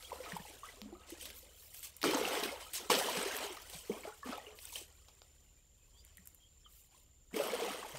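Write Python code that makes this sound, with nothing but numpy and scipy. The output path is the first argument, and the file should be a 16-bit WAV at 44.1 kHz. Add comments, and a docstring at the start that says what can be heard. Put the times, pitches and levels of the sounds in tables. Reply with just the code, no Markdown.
"""A muddy river bank, microphone near the water: a swimmer ducks under, kicks up two splashes and surfaces again.
In between, ripples lap and gurgle close by, spray patters, and bright rustles sound like a hand on the recorder.
Ringing bubbles and filtered drop noise make the water and rustles; spikes with noise tails make slaps and short rustles.
Behind it, narrow noise bands shrill as insects, gliding whistles chirp as birds in the reeds,
and the low exhaust orders of a slow engine thud far away."""
import sys
import numpy as np
from scipy import signal
from scipy.fft import rfft, irfft, next_fast_len
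from scipy.io import wavfile
from scipy.ndimage import uniform_filter1d

SR = 44100
rng = np.random.default_rng(int(sys.argv[2]) if len(sys.argv) > 2 else 0)


def log_audio(samples):
    """Write samples as a 16-bit WAV file to the path given in sys.argv[1]."""
    # one column per channel
    frames = np.atleast_2d(samples).T
    # limit to full scale, then quantise
    limited = np.clip(frames, -1, 1)
    pcm = np.round(limited * 32767).astype(np.int16)
    wavfile.write(sys.argv[1], SR, pcm)


N = 351951
TIME = np.arange(N) / SR

# Gain curves for big bubbles, splash and fine spray: (frequency [Hz], gain [dB])
CHURN_COLOUR = [(71, -51.5), (120, -22), (161, -16.5), (271, -4), (339, -2.5), (410, 2), (451, 0.5),
                (509, 2), (585, -1), (950, -9.5), (1240, 0.5), (2090, -120)]
SPLASH_COLOUR = [(410, -12.5), (700, -2), (798, -11), (870, -5.5), (1730, -8.5), (2170, -6), (2720, -7),
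                 (3100, -3.5), (3560, -9.5), (5600, -14), (7280, -36.5), (12300, -120)]
SPRAY_COLOUR = [(2710, -8.5), (4600, -7), (5320, -6), (5970, -3.5), (6590, -3), (7170, -5.5), (7750, -1.5),
                (8780, 0), (9850, -7.5), (11300, -3.5), (14800, -6.5), (15600, -3.5), (16000, -25)]


def water_and_rustles():
    """Big bubbles churn, small ones and drop impacts splash, fine drop noise hisses as spray or rustle."""
    churn_db, splash_db, spray_db, deep_db, fine_db = agitation()
    drops = droplets(per_s=1600, spread_db=1.5)
    clumps = from_db(2.0 * drift(110))   # sheets of water land in clumps

    big = bubble_cloud(124.2, 993, cycles=22.3, spread_db=3.0, rise=0.51, count=2400)
    small = bubble_cloud(680, 5920, cycles=26, spread_db=3.0, rise=0.15, count=3400)
    plinks = bubble_cloud(700, 5600, cycles=53, spread_db=2.5, rise=0.23, count=1800)
    fizz = bubble_cloud(4800, 14000, cycles=40, spread_db=5.5, rise=0.06, count=1000)
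    big = coloured(big, CHURN_COLOUR)
    small = coloured(small, SPLASH_COLOUR)
    plinks = coloured(plinks, SPLASH_COLOUR)
    fizz = coloured(fizz, SPRAY_COLOUR)

    froth = coloured(drops + 0.5 * rng.standard_normal(N), SPLASH_COLOUR)
    froth = patchy(froth, depth_db=2.5, count=3)
    mist = coloured(drops + 1.9 * rng.standard_normal(N), SPRAY_COLOUR)
    mist = patchy(mist, depth_db=2.8, count=3)

    # In gentle water the long-ringing plinks stand out of the froth
    calm = np.clip((-46 - splash_db) / 10, 0, 1)
    # Flying spray is bright, gurgling is dull
    airborne_db = np.clip(1.86 * (spray_db - splash_db + 1), -6, 8)
    grains = 0.64 * small + froth + (0.2 + 1.4 * calm) * plinks
    grains = tilted(grains, 2100, airborne_db * (0.56 + 0.75 * calm))
    hiss = tilted(mist + 0.45 * fizz, 10500, fine_db - spray_db)

    # The deep level sets the lowest part, the tilt brings the rest to the churn level
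    gulps = tilted(evened(big, window_s=0.038), DEEP_HZ, churn_db - deep_db)
    churn = from_db(deep_db - 1.5) * gulps
    splash = from_db(splash_db - 2.5) * evened(grains * clumps, window_s=0.015)
    spray = from_db(spray_db - 1.4) * evened(hiss * clumps, window_s=0.091)
    return churn + splash + spray


# Big splashes, two kicks and the surfacing: (time [s], attack [s], time the thrown water keeps falling [s],
# release [dB/s], base level [dB], extra at impact [dB], churn against base [dB], spray against base [dB],
# finest mist against spray [dB], change of that [dB/s])
SPLASHES = [(2.033, 0.014, 0.42, 81.8, -38.5, 4.9, 2, -5.5, -6.5, 11),
            (2.897, 0.0055, 0.54, 85.3, -38.5, 9.8, -1, -3.5, -5, 0),
            (7.328, 0.057, 0.39, 36, -42, 3.8, 1.7, -4.5, -0.5, -12)]
IMPACT_S = 0.061   # time scale on which the first blow dies away
LANDING_DB, LANDING_S = 2, 0.02   # the last thrown water lands together: extra level, spread in time
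# Big bubbles are spent first
CHURN_SAG_DB_PER_S, SPLASH_SAG_DB_PER_S, SPRAY_SAG_DB_PER_S = 16.5, 7.5, 12
# The deepest gulps, mostly below this frequency, come early in a splash
DEEP_HZ, SPLASH_DEEP_DB, DEEP_SAG_DB_PER_S = 259, 7, 18
# Wavelets that fold over and gurgle close by:
# (time [s], length [s], base level [dB], churn against base [dB], spray against base [dB])
WAVELETS = [(0.088, 0.182, -57, 2.5, -13.5), (.215, 0.25, -49.5, -6, -9), (0.448, 0.19, -59, -0.5, 0),
            (0.623, 0.17, -56, -9, -2.5), (0.722, 0.18, -67, 5.5, 0), (0.828, 0.29, -67, 5, -8),
            (0.978, 0.2, -62, -16, -8.5), (1.068, 0.22, -59, -1, -5), (1.188, 0.24, -56.5, -5, -7),
            (1.408, 0.15, -66, 1.5, -3), (2.298, 0.22, -42, -0.5, -6), (2.598, 0.077, -51, -27, -3.5),
            (2.773, 0.14, -52, 0, -4), (2.978, 0.068, -42, 3, 0.5), (3.148, .12, -41.5, -2.5, -5),
            (3.728, 0.043, -51, -3.5, -5), (3.888, 0.18, -55.5, 5, -3.5), (4.03, 0.11, -51.5, -3, -7),
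            (4.238, 0.23, -48, -2, -8), (4.428, 0.2, -58.5, -1, -7.5), (4.622, 0.16, -56.5, -14, -10),
            (4.743, 0.12, -61.5, 1.5, -3), (4.878, 0.065, -69, -0.5, -3), (6.898, 0.16, -72, -2, -2),
            (7.306, 0.048, -64, -13, -6), (7.582, 0.17, -46, -1, -18), (7.943, 0.087, -49.5, 0, -9)]
WAVELET_ATTACK_SHARE, WAVELET_RELEASE_SHARE = 0.12, 0.65   # of its length
WAVELET_DEEP_DB, WAVELET_FINE_DB = 1, -7   # against churn, against spray
# Showers of spray, and bright rustles like a hand rubbing the recorder:
# (time [s], length [s], level [dB], finest part against it [dB])
SHOWERS_AND_RUSTLES = [(.02, 0.074, -61, -9), (1.062, 0.12, -55.5, -17), (1.16, 0.21, -51, -5),
                       (1.328, 0.13, -55.5, 9.5), (1.497, 0.37, -60, 9), (1.717, 0.12, -50, 5),
                       (1.812, 0.1, -46, 0), (2.728, .085, -38, -14), (3.702, 0.13, -48, -5),
                       (4.54, 0.32, -53, 5), (4.688, 0.19, -48, -12), (6.671, 0.23, -63, 9.5),
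                       (6.898, 0.17, -68.5, 3.5)]
SHOWER_ATTACK_SHARE, SHOWER_RELEASE_SHARE = 0.3, 0.56   # of its length
SHOWER_SPLASH_DB, SHOWER_CHURN_DB = -10, -27   # few bubbles in either
# Restless ripples: (time [s], level [dB])
RIPPLES = [(0, -59), (.45, -60), (.75, -69), (1.0, -78), (1.3, -68), (1.65, -66), (1.95, -67.5), (2.7, -60),
           (3.9, -59), (4.5, -72), (5.0, -71), (5.45, -75.5), (5.7, -81.5), (6.05, -72), (6.5, -79),
           (6.95, -76), (7.22, -83), (7.98, -56.5)]
RIPPLE_CHURN_DB, RIPPLE_SPRAY_DB = -6.5, 1   # against the ripple level
RIPPLE_DEEP_DB, RIPPLE_FINE_DB = -5.5, -1.5   # against churn, against spray


def agitation():
    """Add water movements and rustles in power: dB of churn, splash, spray, deepest gulps, finest hiss."""
    power = np.full((5, N), 1e-14)   # keeps the logarithm finite

    def add_movement(churn, splash, spray, deep_db, fine_db):
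        """Mix in one movement."""
        deep = churn * from_db(deep_db)
        fine = spray * from_db(fine_db)
        for total, gain in zip(power, (churn, splash, spray, deep, fine)):
            total += gain ** 2

    for (s, attack_s, fall_s, release_db_per_s, db, impact_db,
         churn_db, spray_db, fine_db, fine_db_per_s) in SPLASHES:
        t = np.maximum(TIME - s, 0)
        impact = impact_db * np.exp(-(t / IMPACT_S) ** 2)
        landing = LANDING_DB * np.exp(-((t - fall_s) / LANDING_S) ** 2)
        release = release_db_per_s * np.maximum(t - fall_s, 0)
        body = np.minimum(t / attack_s, 1) * from_db(db + impact + landing - release)
        add_movement(body * from_db(churn_db - CHURN_SAG_DB_PER_S * t),
                     body * from_db(-SPLASH_SAG_DB_PER_S * t),
                     body * from_db(spray_db - SPRAY_SAG_DB_PER_S * t),
                     SPLASH_DEEP_DB - DEEP_SAG_DB_PER_S * t,
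                     fine_db + fine_db_per_s * t)
    for s, length_s, db, churn_db, spray_db in WAVELETS:
        wave = from_db(db) * swell(s, length_s, WAVELET_ATTACK_SHARE, WAVELET_RELEASE_SHARE)
        add_movement(wave * from_db(churn_db), wave, wave * from_db(spray_db),
                     WAVELET_DEEP_DB, WAVELET_FINE_DB)
    for s, length_s, db, fine_db in SHOWERS_AND_RUSTLES:
        hiss = from_db(db) * swell(s, length_s, SHOWER_ATTACK_SHARE, SHOWER_RELEASE_SHARE)
        add_movement(hiss * from_db(SHOWER_CHURN_DB), hiss * from_db(SHOWER_SPLASH_DB), hiss,
                     0, fine_db)
    ripples = from_db(in_time(RIPPLES)[0])
    add_movement(ripples * from_db(RIPPLE_CHURN_DB), ripples, ripples * from_db(RIPPLE_SPRAY_DB),
                 RIPPLE_DEEP_DB, RIPPLE_FINE_DB)
    return 10 * np.log10(power)


def swell(s, length_s, attack_share, release_share):
    """Attack, hold and release of one movement."""
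    u = (TIME - s) / length_s
    return np.clip(np.minimum(u / attack_share, (1 - u) / release_share), 0, 1)


def bubble(hz, t60, rise, swell_cycles):
    """A trapped air pocket swells, rings and decays while its pitch slides by the relative rise per t60."""
    t = np.arange(int(t60 * SR) + 2) / SR
    onset = 1 - np.exp(-(t * hz / swell_cycles) ** 2)
    decay = np.exp(-np.log(1000) * t / t60)
    return onset * decay * np.sin(2 * np.pi * hz * t * (1 + rise * t / t60 / 2))


def bubble_cloud(low_hz, high_hz, cycles, spread_db, rise, count):
    """Many bubbles ring at random moments, with random pitch, strength and damping."""
    out = np.zeros(N)
    for when, size, strength, damping in rng.random((count, 4)):
        hz = low_hz * (high_hz / low_hz) ** size
        gain = from_db(spread_db * min(-np.log(1 - strength), 3.2)) * hz / low_hz
        ring = bubble(hz, cycles * (0.5 + damping) / hz, rise, swell_cycles=cycles / 18)
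        add(out, when * N / SR, gain * ring)
    return out


def droplets(per_s, spread_db):
    """Drops strike as single-sample impacts: many small ones, a few large; rms 1."""
    strength_db = spread_db * np.minimum(rng.exponential(1, N), 4.2)
    impacts = from_db(strength_db) * rng.choice([-1, 1], N)
    return rms_one(impacts * (rng.random(N) < per_s / SR))


# Loudest bubbles, near the microphone; the long ones stand for quick runs of bubbles:
# (time [s], pitch [Hz], level before a common lift [dB], t60 [s], relative rise of pitch over t60 [1])
GLUGS = [(0.048, 3250, -49.5, 0.12, 0.11), (.119, 913, -30.5, 0.032, 0.52),
         (0.129, 537, -32, 0.031, -0.0089), (.203, 517, -35.5, 0.063, 0.025),
         (.260, 1238, -46.5, 0.092, 0.13), (0.321, 1770, -29, 0.013, .2), (0.333, 185, -35, 0.096, -0.27),
         (0.366, 915, -26.5, 0.021, 0), (0.402, 199, -33, 0.043, -0.39), (.452, 836, -44.5, .045, -0.054),
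         (.633, 1070, -41, 0.082, 1), (.688, 1980, -46, 0.054, 0.066), (.818, 211, -47, 0.45, -0.072),
         (0.857, 251, -43.5, 0.13, 0.6), (0.926, 334, -42, 0.13, 0.27), (.926, 766, -47, 0.033, 0.021),
         (0.951, 1150, -52, 0.059, 0.58), (1.123, 331, -35.5, .064, 0.1), (1.211, 3180, -42.5, 0.028, -.2),
         (2.059, 337, -16, 0.032, -0.14), (2.075, 165, -33, 0.07, 0.14), (2.078, 3200, -29, 0.022, -.14),
         (2.135, 904, -26.5, 0.039, -0.022), (2.148, 6270, -27, .012, 0.27), (2.148, 283, -21, 0.057, 0.3),
         (2.172, 870, -27, 0.025, -0.045), (2.214, 440, -18, 0.029, 0.15), (2.252, 2820, -23.5, 0.015, -.2),
         (2.490, 2150, -35, 0.03, -0.031), (2.524, 514, -35, 0.071, .57), (2.558, 856, -43, 0.05, 0.33),
         (2.666, 1250, -48, 0.049, 0.25), (2.903, 543, -20, .031, 0.037), (2.965, 184, -29.5, 0.061, 0.94),
         (3.086, 880, -30, 0.054, 0.74), (3.174, 173, -34, .1, .55), (3.259, 400, -26.5, 0.052, -0.076),
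         (3.309, 1624, -38, 0.057, -.16), (3.44, 419, -42.5, 0.19, -0.17), (3.505, 408, -39, 0.092, -0.6),
         (3.572, 1180, -40, 0.03, 0.17), (3.751, 168, -40.5, 0.072, -0.15), (3.898, 376, -19, 0.038, 0.82),
         (3.904, 212, -29.5, 0.087, 0.018), (3.918, 2220, -42, 0.028, 0.091), (3.945, 640, -42, 0.054, .3),
         (3.97, 1054, -48.5, 0.065, .45), (4.035, 2220, -44, 0.033, 0.07), (4.052, 603, -36, 0.05, 0.51),
         (4.075, 415, -37.5, 0.092, 0.22), (4.078, 784, -42, 0.09, .44), (4.090, 1070, -47, .042, .3),
         (4.123, 1380, -49.5, 0.053, 0.47), (4.230, 1150, -41, 0.059, -0.21),
         (4.232, 1730, -46, .087, 0.023), (4.258, 254, -41.5, 0.19, 0.17), (4.294, 246, -24, 0.039, 0.23),
         (4.325, 1290, -36, 0.033, 0.025), (4.330, 758, -38, 0.059, -0.21), (4.381, 810, -35, 0.032, 0.024),
         (4.467, 2810, -43, .027, .1), (4.468, 426.5, -51, 0.26, 0), (4.727, 977, -46.5, .031, -0.22),
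         (4.757, 2980, -32.5, 0.025, 0.25), (4.815, 485, -42, 0.033, -1.1),
         (6.181, 2020, -48.5, 0.021, -0.34), (6.190, 187, -55, 0.13, -0.082),
         (6.662, 1250, -53, 0.033, -0.21), (6.945, 993, -60.5, 0.067, 0.33), (7.329, 195, -44.5, 0.074, 0),
         (7.341, 281, -24.5, 0.034, -0.69), (7.342, 2207, -37.5, .024, 0), (7.361, 438, -31, 0.15, -0.11),
         (7.399, 591, -24.5, 0.088, -0.27), (7.482, 1130, -32, 0.023, -0.035),
         (7.502, 2218, -35.5, 0.027, 0), (7.534, 495, -27.5, 0.079, -0.14), (7.620, 442, -31, 0.15, .47),
         (7.682, 710, -28.5, 0.032, 0.22), (7.705, 1230, -37.5, 0.036, 0.059),
         (7.828, 1010, -32.5, 0.022, 0.45), (7.848, 840, -37, 0.036, 0.21), (7.94, 155, -46, 0.17, -.8)]


def glugs():
    """Cavities close and ring, swelling over their first cycles; a long ring stands for a quick run of them."""
    out = np.zeros(N)
    for s, hz, db, t60, rise in GLUGS:
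        add(out, s - 1 / hz, from_db(db + 2.0) * bubble(hz, t60, rise, swell_cycles=1.51))
    return out


# Slaps of water, and short bright rustles like a hand on the recorder: (time [s],
# spike level before a common trim [dB], tail level before band trims [dB], brightness [dB],
# t60 of the tail's first part [s])
SLAPS_AND_RUSTLES = [(0.026, -41, -52, -2, .025), (0.321, -44, -52, -2, .026), (0.367, -36, -54, 5, 0.044),
                     (0.816, -24.5, -63, -3.5, 0.044), (1.103, -31, -54, 7, 0.018),
                     (1.255, -43, -46, 3.5, 0.038), (1.302, -42, -49, 3, 0.022),
                     (1.829, -32, -54.5, 8, 0.072), (1.966, -36, -67, 24.5, 0.015),
                     (2.016, -39, -45, 2.5, 0.04), (2.029, -14, -38, -2, 0.012),
                     (2.04, -13.5, -34, -16, 0.018), (2.111, -21, -46, 4, 0.026),
                     (2.145, -29, -43, -19, 0.02), (2.435, -30, -35.5, 0, 0.028),
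                     (2.734, -36, -47.5, 9.5, 0.17), (2.902, -17, -27, -10, .016),
                     (2.916, -22, -36, 0, .018), (2.94, -18, -35, -3, .022), (2.951, -21, -32, -8, .025),
                     (3.366, -13.5, -64, 15, .021), (3.569, -45, -52.5, -4, .025),
                     (3.698, -40, -54, 7, 0.038), (4.33, -42, -51.5, -21, 0.023),
                     (4.588, -54, -53, -1, 0.031), (4.758, -38, -46, -0.5, 0.08),
                     (5.084, -63, -59.5, -8.5, 0.048), (5.218, -36, -58.5, -8.5, .017),
                     (6.049, -34, -69, 12, 0.021), (6.171, -43, -59.5, 12, 0.017),
                     (6.256, -40, -72, 17, .04), (6.273, -43, -60.5, 18.5, 0.015),
                     (6.347, -50, -69, 17, 0.017)]
SLAP_EDGE_DB = -3.5   # low and high end against the middle


def slaps_and_rustles():
    """One spike at first contact, then a short noise tail: a slap of water, or a bright rustle."""
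    out = np.zeros(N)
    t = np.arange(SR // 6) / SR
    for s, peak_db, mid_db, bright_db, t60 in SLAPS_AND_RUSTLES:
        low_db = mid_db + SLAP_EDGE_DB - bright_db
        high_db = mid_db + SLAP_EDGE_DB + bright_db
        decay = from_db(-60 * t / t60) + from_db(-23.0) * np.exp(-t / 0.039)
        burst = rng.standard_normal(len(t)) * decay
        contact = signal.unit_impulse(len(t), SR // 1000)
        parts = ((low_db + 9.5, 500, 1600), (mid_db + 11.0, 1600, 5500), (high_db + 6.5, 6500, 15500))
        spike, tail = sum(from_db(db) * band([contact, burst], low, high) for db, low, high in parts)
        add(out, s, from_db(peak_db - 5.5) * spike / np.abs(spike).max() + tail)
    return out


def banks(x, echo_db, decay_s):
    """Reeds and banks scatter a short, dull tail that starts after 6 ms."""
    t = np.arange(SR // 2) / SR
    tail = band(rng.standard_normal(len(t)), 360, 5000) * np.exp(-t / decay_s) * (t > 0.006)
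    return from_db(echo_db) * signal.fftconvolve(x, tail / np.linalg.norm(tail))[:N]


# Faint far birds: (time [s], pitch [Hz], relative glide [1], length [s], level before lift and scatter [dB])
CHIRPS = [(5.446, 2850, -0.025, .06, -86), (5.557, 2286, 0.12, 0.059, -81),
          (5.771, 2615, -0.0055, 0.1, -77), (5.926, 3170, 0.099, 0.091, -72),
          (5.959, 4520, 0.078, 0.062, -67.5), (6.06, 3200, -0.087, 0.052, -81),
          (6.384, 3240, 0.015, 0.099, -71), (6.588, 5380, -.02, .04, -75.5),
          (6.635, 3480, -0.19, 0.035, -63)]


def birds():
    """Thin whistles glide and waver under a half-sine envelope."""
    out = np.zeros(N)
    waver = 1 + 0.028 * drift(450)
    for s, hz, glide, length_s, db in CHIRPS:
        u = np.linspace(0, 1, int(length_s * SR) + 2)
        pitch = hz * (1 + glide * u) * waver[int(s * SR):][:len(u)]
        whistle = np.sin(2 * np.pi * np.cumsum(pitch) / SR)
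        add(out, s, from_db(db + 1.0) * np.sin(np.pi * u) * whistle)
    return out


# Insect song along the bank: (frequency [Hz], width [Hz], level [dB])
INSECTS = [(7180, 110, -76), (7100, 97, -82.5), (7220, 57, -78), (7350, 10, -80), (9000, 670, -90),
           (3020, 220, -94.5)]


def insects():
    """A chorus of narrow noise bands, heard as rasping tones."""
    out = np.zeros(N)
    for hz, width_hz, db in INSECTS:
        song = band(rng.standard_normal(N), hz - width_hz / 2, hz + width_hz / 2)
        out += from_db(db) * rms_one(song)
    return out


# Far engine: (time [s], firing rate [1/s], level as it carries on the air [dB])
ENGINE_SPEED = [(0, 17.4, 3), (2, 18.3, -0.5), (3.2, 16.6, 0.5), (4.6, 18.8, 0.5), (5.3, 17.7, 0),
                (5.7, 15.5, 0), (6.1, 18.1, 3.5), (6.5, 17.8, -4), (6.9, 16.2, -2.5), (7.98, 16.2, -3)]
# Its exhaust: (multiple of the firing rate [1], level before carrying and fading [dB])
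ENGINE_ORDERS = [(2, -76), (3, -73.5), (4, -72), (5, -83), (6, -81.5)]


def engine():
    """Only the low orders of the exhaust carry this far, each fading on the air."""
    firings, carry_db = in_time(ENGINE_SPEED)
    turns = np.cumsum(firings) / SR
    out = np.zeros(N)
    for order, db in ENGINE_ORDERS:
        level = np.sqrt(2) * from_db(db + carry_db + 3.0 * drift(7))
        out += level * np.sin(2 * np.pi * (order * turns + rng.random()))
    return out


# Still air over the river: (frequency [Hz], gain [dB])
AIR_COLOUR = [(15, -34), (25, -0.5), (64, -4), (141, -9), (223, -17), (531, -20), (624, -27), (1650, -34.5),
              (3080, -28.5), (6210, -32.5), (7110, -14), (7920, -42.5), (9840, -38.5), (14800, -30.5),
              (16000, -49)]


def still_air():
    """Steady coloured noise is the quiet of the river bank."""
    return from_db(-70.5) * coloured(rng.standard_normal(N), AIR_COLOUR)


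def from_db(db):
    """Decibels to gain."""
    return 10 ** (np.asarray(db) / 20)


def rms_one(x):
    """Scale to unit power."""
    return x / np.sqrt(np.mean(x ** 2) + 1e-20)


def in_time(rows):
    """Each column of a curve, at every sample."""
    s, *columns = np.transpose(rows)
    return [np.interp(TIME, s, c) for c in columns]


def add(out, s, sound):
    """Mix a sound in from time s."""
    at = int(np.clip(s * SR, 0, N - 1))
    out[at:at + len(sound)] += sound[:N - at]


def band(x, low_hz, high_hz):
    """Causal band-pass."""
    sos = signal.butter(2, [low_hz, min(high_hz, SR * 0.45)], "band", fs=SR, output="sos")
    return signal.sosfilt(sos, x)


def coloured(x, spectrum):
    """Shape a sound with a gain curve that falls away steeply outside its ends; rms 1."""
    hz, db = np.transpose(spectrum)
    size = next_fast_len(N)
    f = np.maximum(np.arange(size // 2 + 1) * SR / size, 1)
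    skirts = np.minimum(f / hz[0], 1) ** 4 * np.minimum(hz[-1] / f, 1) ** 6
    gain = skirts * from_db(np.interp(np.log(f), np.log(hz), db))
    return rms_one(irfft(rfft(x, size) * gain, size)[:N])


def tilted(x, corner_hz, top_db):
    """Raise or lower everything above the corner, moment by moment."""
    sos = signal.butter(2, min(corner_hz, SR * 0.45), fs=SR, output="sos")
    low = signal.sosfiltfilt(sos, x)
    return low + from_db(top_db) * (x - low)


def drift(per_s):
    """Random wandering: straight lines between normal draws of spread 1."""
    return np.interp(TIME * per_s, np.arange(4000), rng.standard_normal(4000))


def evened(x, window_s):
    """Hold the power of a grain stream steady over spans longer than the window."""
    size = max(int(window_s * SR), 8)
    power = uniform_filter1d(uniform_filter1d(x ** 2, size), size)
    return x / np.sqrt(np.abs(power) + np.mean(x ** 2) / 1000)


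def patchy(x, depth_db, count):
    """Bubbles of like size come in swarms: each narrow range of pitch swells and fades by itself."""
    cells = signal.stft(x, nperseg=512)[2]
    field = rng.standard_normal(cells.shape)
    for axis in (0, 1, 0, 1):
        field = uniform_filter1d(field, size=count, axis=axis)
    return rms_one(signal.istft(cells * from_db(depth_db * rms_one(field)))[1][:N])


def scene():
    """Near water and rustles over the quiet of the river bank."""
    near = water_and_rustles() + glugs() + slaps_and_rustles()
    near_echo = banks(near, echo_db=-16.5, decay_s=0.035)
    far_birds = banks(birds(), echo_db=-2.5, decay_s=0.0067)   # only their scattered sound arrives
    mix = near + near_echo + far_birds + insects() + engine() + still_air()
    return mix[None]


def record(dry):
    """The microphone signal is cut steeply above 15.7 kHz."""
    return signal.sosfilt(signal.ellip(12, 0.1, 80, 15700, fs=SR, output="sos"), dry)


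dry = scene()
out = record(dry)
log_audio(out)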